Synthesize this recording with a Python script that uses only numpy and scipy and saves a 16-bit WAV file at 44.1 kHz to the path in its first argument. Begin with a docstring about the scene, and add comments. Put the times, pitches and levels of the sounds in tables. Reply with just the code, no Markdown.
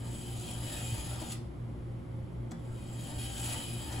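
"""A kitchen knife is drawn twice through a hand-held sharpener standing on a stone counter. Grit catches the
edge in dense tiny ticks that ring the blade, with brief squeals and a plastic rattle. The tip flicks out of the
slot, the blade clicks back in, and the counter rumbles and thuds underneath. The kitchen adds a short reverb;
at the back two motors hum and beat slowly against each other, over fan and air."""
import sys
import numpy as np
from scipy import signal
from scipy.fft import rfft, irfft
from scipy.io import wavfile

SR = 44100
rng = np.random.default_rng(int(sys.argv[2]) if len(sys.argv) > 2 else 0)


def transcribe(signal):
    """Save signal, clipped to [-1, 1], as a 16-bit WAV file at the path in sys.argv[1]."""
    frames = np.atleast_2d(signal).T
    limited = np.clip(frames, -1, 1)
    pcm = np.round(limited * 32767).astype(np.int16)
    wavfile.write(sys.argv[1], SR, pcm)


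N = 176400

# Envelopes, one list per stroke. Each row: time in seconds, level in dB.
EDGE_FORCE = [
    [(0, -55), (.38, -49), (.5, -48.5), (.57, -50), (.63, -46), (.76, -44), (1.03, -46.5), (1.27, -48.5),
     (1.335, -46)],
    [(2.54, -76), (2.71, -62.5), (2.93, -57), (3.09, -48.5), (3.13, -51), (3.25, -44.5), (3.3, -49.5),
     (3.44, -41.5), (3.55, -39), (3.59, -44), (3.7, -47.5), (3.88, -49.5), (3.93, -46.5), (4.0, -48.5)],
]  # the edge pressing on the abrasive
BLADE_RINGING = [
    [(0, -8), (.3, -8.5), (.57, -6.5), (.65, -8), (.85, -7.5), (1.03, -5.5), (1.17, -9), (1.24, -9),
     (1.32, -16)],
    [(2.55, -5), (2.85, -5), (3.1, -7), (3.25, -1.5), (3.33, -7.5), (3.45, -9), (3.55, -8.5), (3.7, -6),
     (4.0, -4.5)],
]  # strongest with the middle of the blade in the slot
HOUSING_RATTLE = [
    [(0, -54), (.17, -59.5), (.5, -55.5), (.75, -51.5), (.9, -54.5), (1.16, -50.5), (1.23, -53),
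     (1.28, -50.5), (1.335, -66)],
    [(2.65, -63), (2.85, -65), (3.09, -54.5), (3.25, -53.5), (3.33, -53), (3.54, -47), (3.66, -60),
     (3.78, -56.5), (3.93, -46.5), (4.0, -52.5)],
]
# Tone of the steel. Each row: frequency in Hz, gain in dB.
SCRAPE_EQ = [(400, -57), (1100, -30), (1750, -12), (2200, -5.5), (2700, -3), (3150, -1), (3600, -3),
             (4300, -8), (4900, -5), (5600, -12), (6250, -9.5), (7000, 1.5), (7400, -1.5), (7850, 6),
             (8350, -2), (9200, -0.5), (9900, 5.5), (10900, -1), (11800, -12), (12600, -5), (13900, -23),
             (15000, -12), (16000, -11.5)]
CLICK_EQ = [(500, -21), (1300, -9.5), (2500, -7), (3400, -10), (4200, 0), (5200, -8.5), (6200, 1),
            (7000, 0.5), (8000, 8), (9000, -11), (10500, -4), (12000, -17), (14000, -17), (15500, -19)]
# Blade mode pitches in Hz, then one row per pitch. Each row: level in dB, T60 in seconds.
BLADE_HZ = (1290, 1585, 1975, 2449, 2506, 2810, 3002, 3130, 3190, 3275, 3400, 3820, 3910, 4800, 4940, 7860,
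            10745, 11097)
BLADE_MODES = [(-13.5, 0.063), (-14.5, 0.1), (-9, 0.061), (-1.5, 0.09), (-2.5, 0.092), (-5, 0.066),
               (0, 0.086), (0.5, .12), (-2.5, 0.11), (-1.5, .06), (-9, 0.056), (-6, 0.13), (-18, .06),
               (-12.5, 0.029), (-8, .035), (-7.5, 0.019), (-9, 0.11), (-1, 0.073)]
# Resonances of knocked steel and plastic. Each row: pitch in Hz, level in dB, T60 in seconds.
TIP_MODES = [(1236, -4, .06), (1980, -5, .06), (3440, 0, .13), (5160, -9, .035), (5930, -7, .035),
             (7520, -6, .09)]
HOUSING_MODES = [(286.5, 6.5, 0.12), (462, 0, 0.023), (595, 4.5, 0.02), (651, -3, 0.068), (724, 0, 0.027),
                 (784.5, 3, 0.067), (876, -0.5, 0.035), (1213, -5, 0.044), (1264, -3.5, 0.019),
                 (1610, -7, 0.03), (1747, -4.5, 0.024)]
# Squeal pitches in Hz, then one row per pitch. Each row: peak time in seconds, level in dB,
# half length in seconds.
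SQUEAL_HZ = (7300, 7420, 10200, 3850)
SQUEALS = [(0.85, -50.5, 0.042), (2.94, -57.5, .023), (3.2, -49, .0071), (.74, -53, 0.0072)]
# The blade catches, flicks out and sets down. Each row: start in seconds, steel level in dB,
# housing level in dB, rise and decay in seconds.
KNOCKS = [(1.157, -49, -48, 0.0035, .003), (1.215, -47, -42, .002, 0.0081),
          (1.305, -46, -52, 0.0022, 0.0066), (1.32, -39, -60, 0.0011, 0.0035),
          (2.5099, -52.5, -67, .0004, .006), (2.516, -45, -39.5, 0.00034, 0.0038),
          (3.923, -44, -45.5, 0.0029, 0.0076), (3.974, -54, -42.5, 0.0032, 0.018)]
# Thuds on the counter. Each row: start in seconds, level in dB, pitch in Hz, rise in seconds.
THUDS = [(0.761, -36, 70, 0.011), (.921, -29, 109.5, .012), (.984, -34.5, 63, 0.01),
         (1.213, -39, 318, 0.0081), (1.216, -39.5, 620, 0.003), (1.304, -48, 292, 0.0063),
         (2.511, -39, 166.5, 0.024), (2.514, -39, 229, 0.0097), (3.164, -32, 72.5, 0.0079)]
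# Tone of the surroundings. Each row: frequency in Hz, gain in dB.
RUMBLE_EQ = [(20, 1), (45, -6), (60, 35), (90, 38.5), (130, -36), (250, -10), (500, -26)]
REVERB_EQ = [(200, -13.5), (1500, 5.5), (3000, -3.5), (5500, 0), (7000, -14), (15000, -11)]
LEFT_BIAS = [(200, 1), (750, 7.5), (1500, 8), (2500, 5), (5000, 9), (6500, 0.5), (15000, 0)]  # direct sound, left over right
AIR_EQ = [(20, -4.5), (42, -18), (58, 7), (78, -1), (105, 0.5), (135, -2.5), (190, -3), (260, -9),
          (340, -7), (420, -15.5), (800, -22), (1300, -27.5), (1750, -34), (2100, -31), (2600, -38.5),
          (3200, -36), (3800, -42.5), (6500, -48.5), (8000, -43.5), (10000, -39.5), (12000, -52),
          (14000, -62), (16000, -66)]
AIR_WIDTH = [(50, -17.5), (130, -8.5), (280, -5.5), (600, 0), (3000, -2.5), (5500, -2), (7000, -80)]  # side against mid
# Hum harmonic numbers, then the level of each in dB for the first and the second motor.
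HUM_HARMONICS = (1, 2, 4)
MOTOR_DB = [-91, -46.5, -58.5]
OTHER_MOTOR_DB = [-57.5, -44, -61.5]
# Fan tones. Each row: pitch in Hz, level in dB.
FAN_TONES = [(166.3, -60), (235, -62), (295, -65), (356, -59), (532.5, -67.5), (592, -74.5), (872, -75.5),
             (1120, -80)]
# Phase between left and right. Each row: frequency in Hz, lead of the left in cycles.
STEREO_PHASE = [(500, 0), (1600, .25), (2500, .07), (4000, .02), (7400, 0), (8500, -.45), (9300, -.53),
                (11000, -1), (11700, -1), (12700, -1.46), (13700, -1.5), (14300, -2)]

GRIT_PER_S, GRIT_SPREAD_DB, JUDDER_HZ, JUDDER_DB = 9000, 3, 116, 0.93
SCRAPE_DB, UPPER_MODES_DB, TIP_RING_DB, RATTLE_DB, RUMBLE_DB, AIR_DB = -1, -4, -6.5, 1.5, -2.5, -44.5
CONTACT_HZ, RELEASE_S = 10, 0.021
ROOM_T60_S, TREBLE_T60_S = 0.31, 0.35
MOTOR_HZ, OTHER_MOTOR_HZ, BEAT_PEAK_S = 58.125, 60.045, .09


def knife(t):
    """Scrape and squeals, with knocks that click on the steel and rattle the housing."""
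    plastic = grit(per_s=1200) * envelope(HOUSING_RATTLE, t) * undb(RATTLE_DB)
    click = 0
    crunch = rng.standard_normal((2, N))
    for start, steel_db, housing_db, rise, decay in KNOCKS:
        blow = np.clip((t - start) / rise, 0, 1) * np.exp(-np.maximum(t - start - rise, 0) / decay)
        click = click + undb(steel_db) * blow * crunch[0]
        plastic = plastic + undb(housing_db) * blow * crunch[1]
    knocks = tint(click, CLICK_EQ) + undb(TIP_RING_DB) * ring(click, TIP_MODES, wander_db=-1)
    return scrape(t) + squeals(t) + knocks + ring(plastic, HOUSING_MODES, wander_db=3.0)


def scrape(t):
    """Grit rasps on the edge and rings the blade."""
    force = envelope(EDGE_FORCE, t) * undb(drift(34))  # flutters by about 1 dB
    rasp = grit(GRIT_PER_S) * force
    blade_drive = grit(GRIT_PER_S) * force * envelope(BLADE_RINGING, t)
    modes = [(hz, *row) for hz, row in zip(BLADE_HZ, BLADE_MODES)]
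    body = ring(blade_drive, modes, wander_db=4.5)
    shimmer = undb(UPPER_MODES_DB) * ring(rasp, upper_modes(), wander_db=9)
    return undb(SCRAPE_DB) * tint(rasp, SCRAPE_EQ) + body + shimmer


def grit(per_s):
    """Tiny catches of random size, bunched by the judder of the blade."""
    caught = rng.random(N) < per_s / SR
    size = undb(GRIT_SPREAD_DB * np.minimum(rng.exponential(size=N), 4)) * rng.choice([-1, 1], N)
    return unit(caught * size * undb(JUDDER_DB * drift(JUDDER_HZ)))


def upper_modes(count=90, low_hz=3610, high_hz=12390, t60_s=.07):
    """The blade's crowded, unevenly spaced high modes; their levels follow the scrape's tone."""
    pitches = low_hz + (high_hz - low_hz) * (np.arange(count) + rng.random(count)) / count
    return [(hz, np.interp(hz, *np.array(SCRAPE_EQ).T), t60_s) for hz in pitches]


def ring(x, modes, wander_db):
    """Decaying modes of alternating sign, each swelling and fading as the contact passes its nodes."""
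    out, t = 0, np.arange(N) / SR
    for k, (hz, db, t60) in enumerate(modes):
        coupling = undb(wander_db * np.clip(rng.standard_normal(80), -2, 2))
        drive = np.interp(t * CONTACT_HZ, np.arange(len(coupling)), unit(coupling))
        radius = np.exp(-np.log(1000) / (t60 * SR))
        feedback = [1, -2 * radius * np.cos(2 * np.pi * hz / SR), radius * radius]
        band = signal.lfilter([1, 0, -1], feedback, x * drive)
        out = out + (-1) ** k * undb(db) * np.sqrt(1 - radius) * band
    return out / np.linalg.norm([undb(db) for _, db, _ in modes])


def squeals(t, waver_hz=155):
    """The edge sticks and slips for a moment at a wavering pitch."""
    waver = waver_hz * drift(196)
    out = 0
    for hz, (peak, db, half_length) in zip(SQUEAL_HZ, SQUEALS):
        swell = undb(db) * np.exp(-((t - peak) / half_length) ** 2)
        out = out + swell * np.sqrt(2) * np.sin(2 * np.pi * np.cumsum(hz + waver) / SR)
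    return out


def counter(t):
    """The counter rumbles under the strokes and thuds when the sharpener rocks."""
    rumble = unit(colour(rng.standard_normal(N), RUMBLE_EQ))
    out = rumble * envelope(HOUSING_RATTLE, t) * undb(RUMBLE_DB)
    for start, db, hz, rise in THUDS:
        age = np.maximum(t - start, 0)
        out = out + undb(db) * age / rise * np.exp(1 - age / rise) * np.sin(2 * np.pi * hz * age)
    return out


def kitchen(x, t):
    """Direct sound leaning left, then a short diffuse tail whose treble lasts a touch longer."""
    noise = rng.standard_normal((2, N))
    low = signal.sosfilt(signal.butter(2, 4000, fs=SR, output="sos"), noise)
    tail = low * undb(-60 * t / ROOM_T60_S) + (noise - low) * undb(-60 * t / TREBLE_T60_S)
    tail = tail * (t > .002)  # pre-delay
    tail = tail / np.linalg.norm(tail, axis=1, keepdims=True)
    wet = colour(signal.fftconvolve(x[None], tail, axes=1)[:, :N], REVERB_EQ)
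    lean = np.sqrt(gains(LEFT_BIAS))
    direct = irfft(rfft(x, 2 * N) * np.array([lean, 1 / lean]))[:, :N]
    return direct + wet


def hum(t):
    """Two appliance motors run at slightly different speeds, so their hums beat."""
    return sum(undb(db) * np.sqrt(2) * np.cos(2 * np.pi * k * hz * (t - BEAT_PEAK_S))
               for hz, levels in ((MOTOR_HZ, MOTOR_DB), (OTHER_MOTOR_HZ, OTHER_MOTOR_DB))
               for k, db in zip(HUM_HARMONICS, levels))


def fan(t):
    """Faint fan tones waver in pitch and level and drift between left and right."""
    out = 0
    for hz, db in FAN_TONES:
        phase = 2 * np.pi * hz * t + 0.71 * drift(5.4)
        level = undb(db) * np.sqrt(2) * (1 + 0.71 * drift(12.5))
        out = out + level * np.sin([phase + .5 * drift(1.0), phase + .5 * drift(1.0)])
    return out


def air():
    """A steady bed of moving air, nearly mono in the bass."""
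    mid, side = colour(rng.standard_normal((2, N)), AIR_EQ)
    return undb(AIR_DB) * (unit(mid) + colour(unit(side), AIR_WIDTH) * np.array([[1], [-1]]))


def envelope(strokes, t):
    """Gain over the strokes, fading fast outside each one."""
    out = 0
    for rows in strokes:
        times, db = np.array(rows).T
        outside_s = abs(t - np.clip(t, times[0], times[-1]))
        out = out + undb(np.interp(t, times, db)) * np.exp(-outside_s / RELEASE_S)
    return out


def drift(hz):
    """Smooth random modulation of rms 1, changing about hz times a second."""
    f = np.arange(N // 2 + 1) * SR / N
    return unit(irfft(rfft(rng.standard_normal(N)) * np.exp(-(f / hz) ** 2), N))


def tint(x, eq):
    """Colour white sound without changing its power."""
    return colour(x, eq) / np.sqrt(np.mean(gains(eq) ** 2))


def colour(x, eq):
    """Minimum-phase EQ."""
    cepstrum = irfft(np.log(gains(eq)))
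    fold = np.r_[1, np.full(N - 1, 2), 1, np.zeros(N - 1)]
    return irfft(rfft(x, 2 * N) * np.exp(rfft(cepstrum * fold)))[..., :N]


def gains(eq):
    """Gain at every frequency from (Hz, dB) points."""
    hz, db = np.array(eq, float).T
    return undb(np.interp(np.log(np.arange(N + 1) * SR / (2 * N) + 1), np.log(hz), db))


def undb(db):
    """Decibels to gain."""
    return 10 ** (np.asarray(db) / 20)


def unit(x):
    """Scale to rms 1."""
    return x / np.sqrt(np.mean(x ** 2))


def scene():
    """Knife up front, counter below, the humming kitchen behind."""
    t = np.arange(N) / SR
    return kitchen(knife(t), t) + counter(t) + hum(t) + fan(t) + air()


def record(dry):
    """Left and right swing in and out of phase in the treble, widening the hiss; the top is cut."""
    f = np.arange(N + 1) * SR / (2 * N)
    lead = np.interp(f, *np.array(STEREO_PHASE).T)
    phase_shift = np.exp(2j * np.pi * np.array([0 * lead, -lead]))
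    wide = irfft(rfft(dry, 2 * N) * phase_shift)[:, :N]
    return signal.sosfilt(signal.ellip(12, .2, 80, 15750, fs=SR, output="sos"), wide)


dry = scene()
out = record(dry)
transcribe(out)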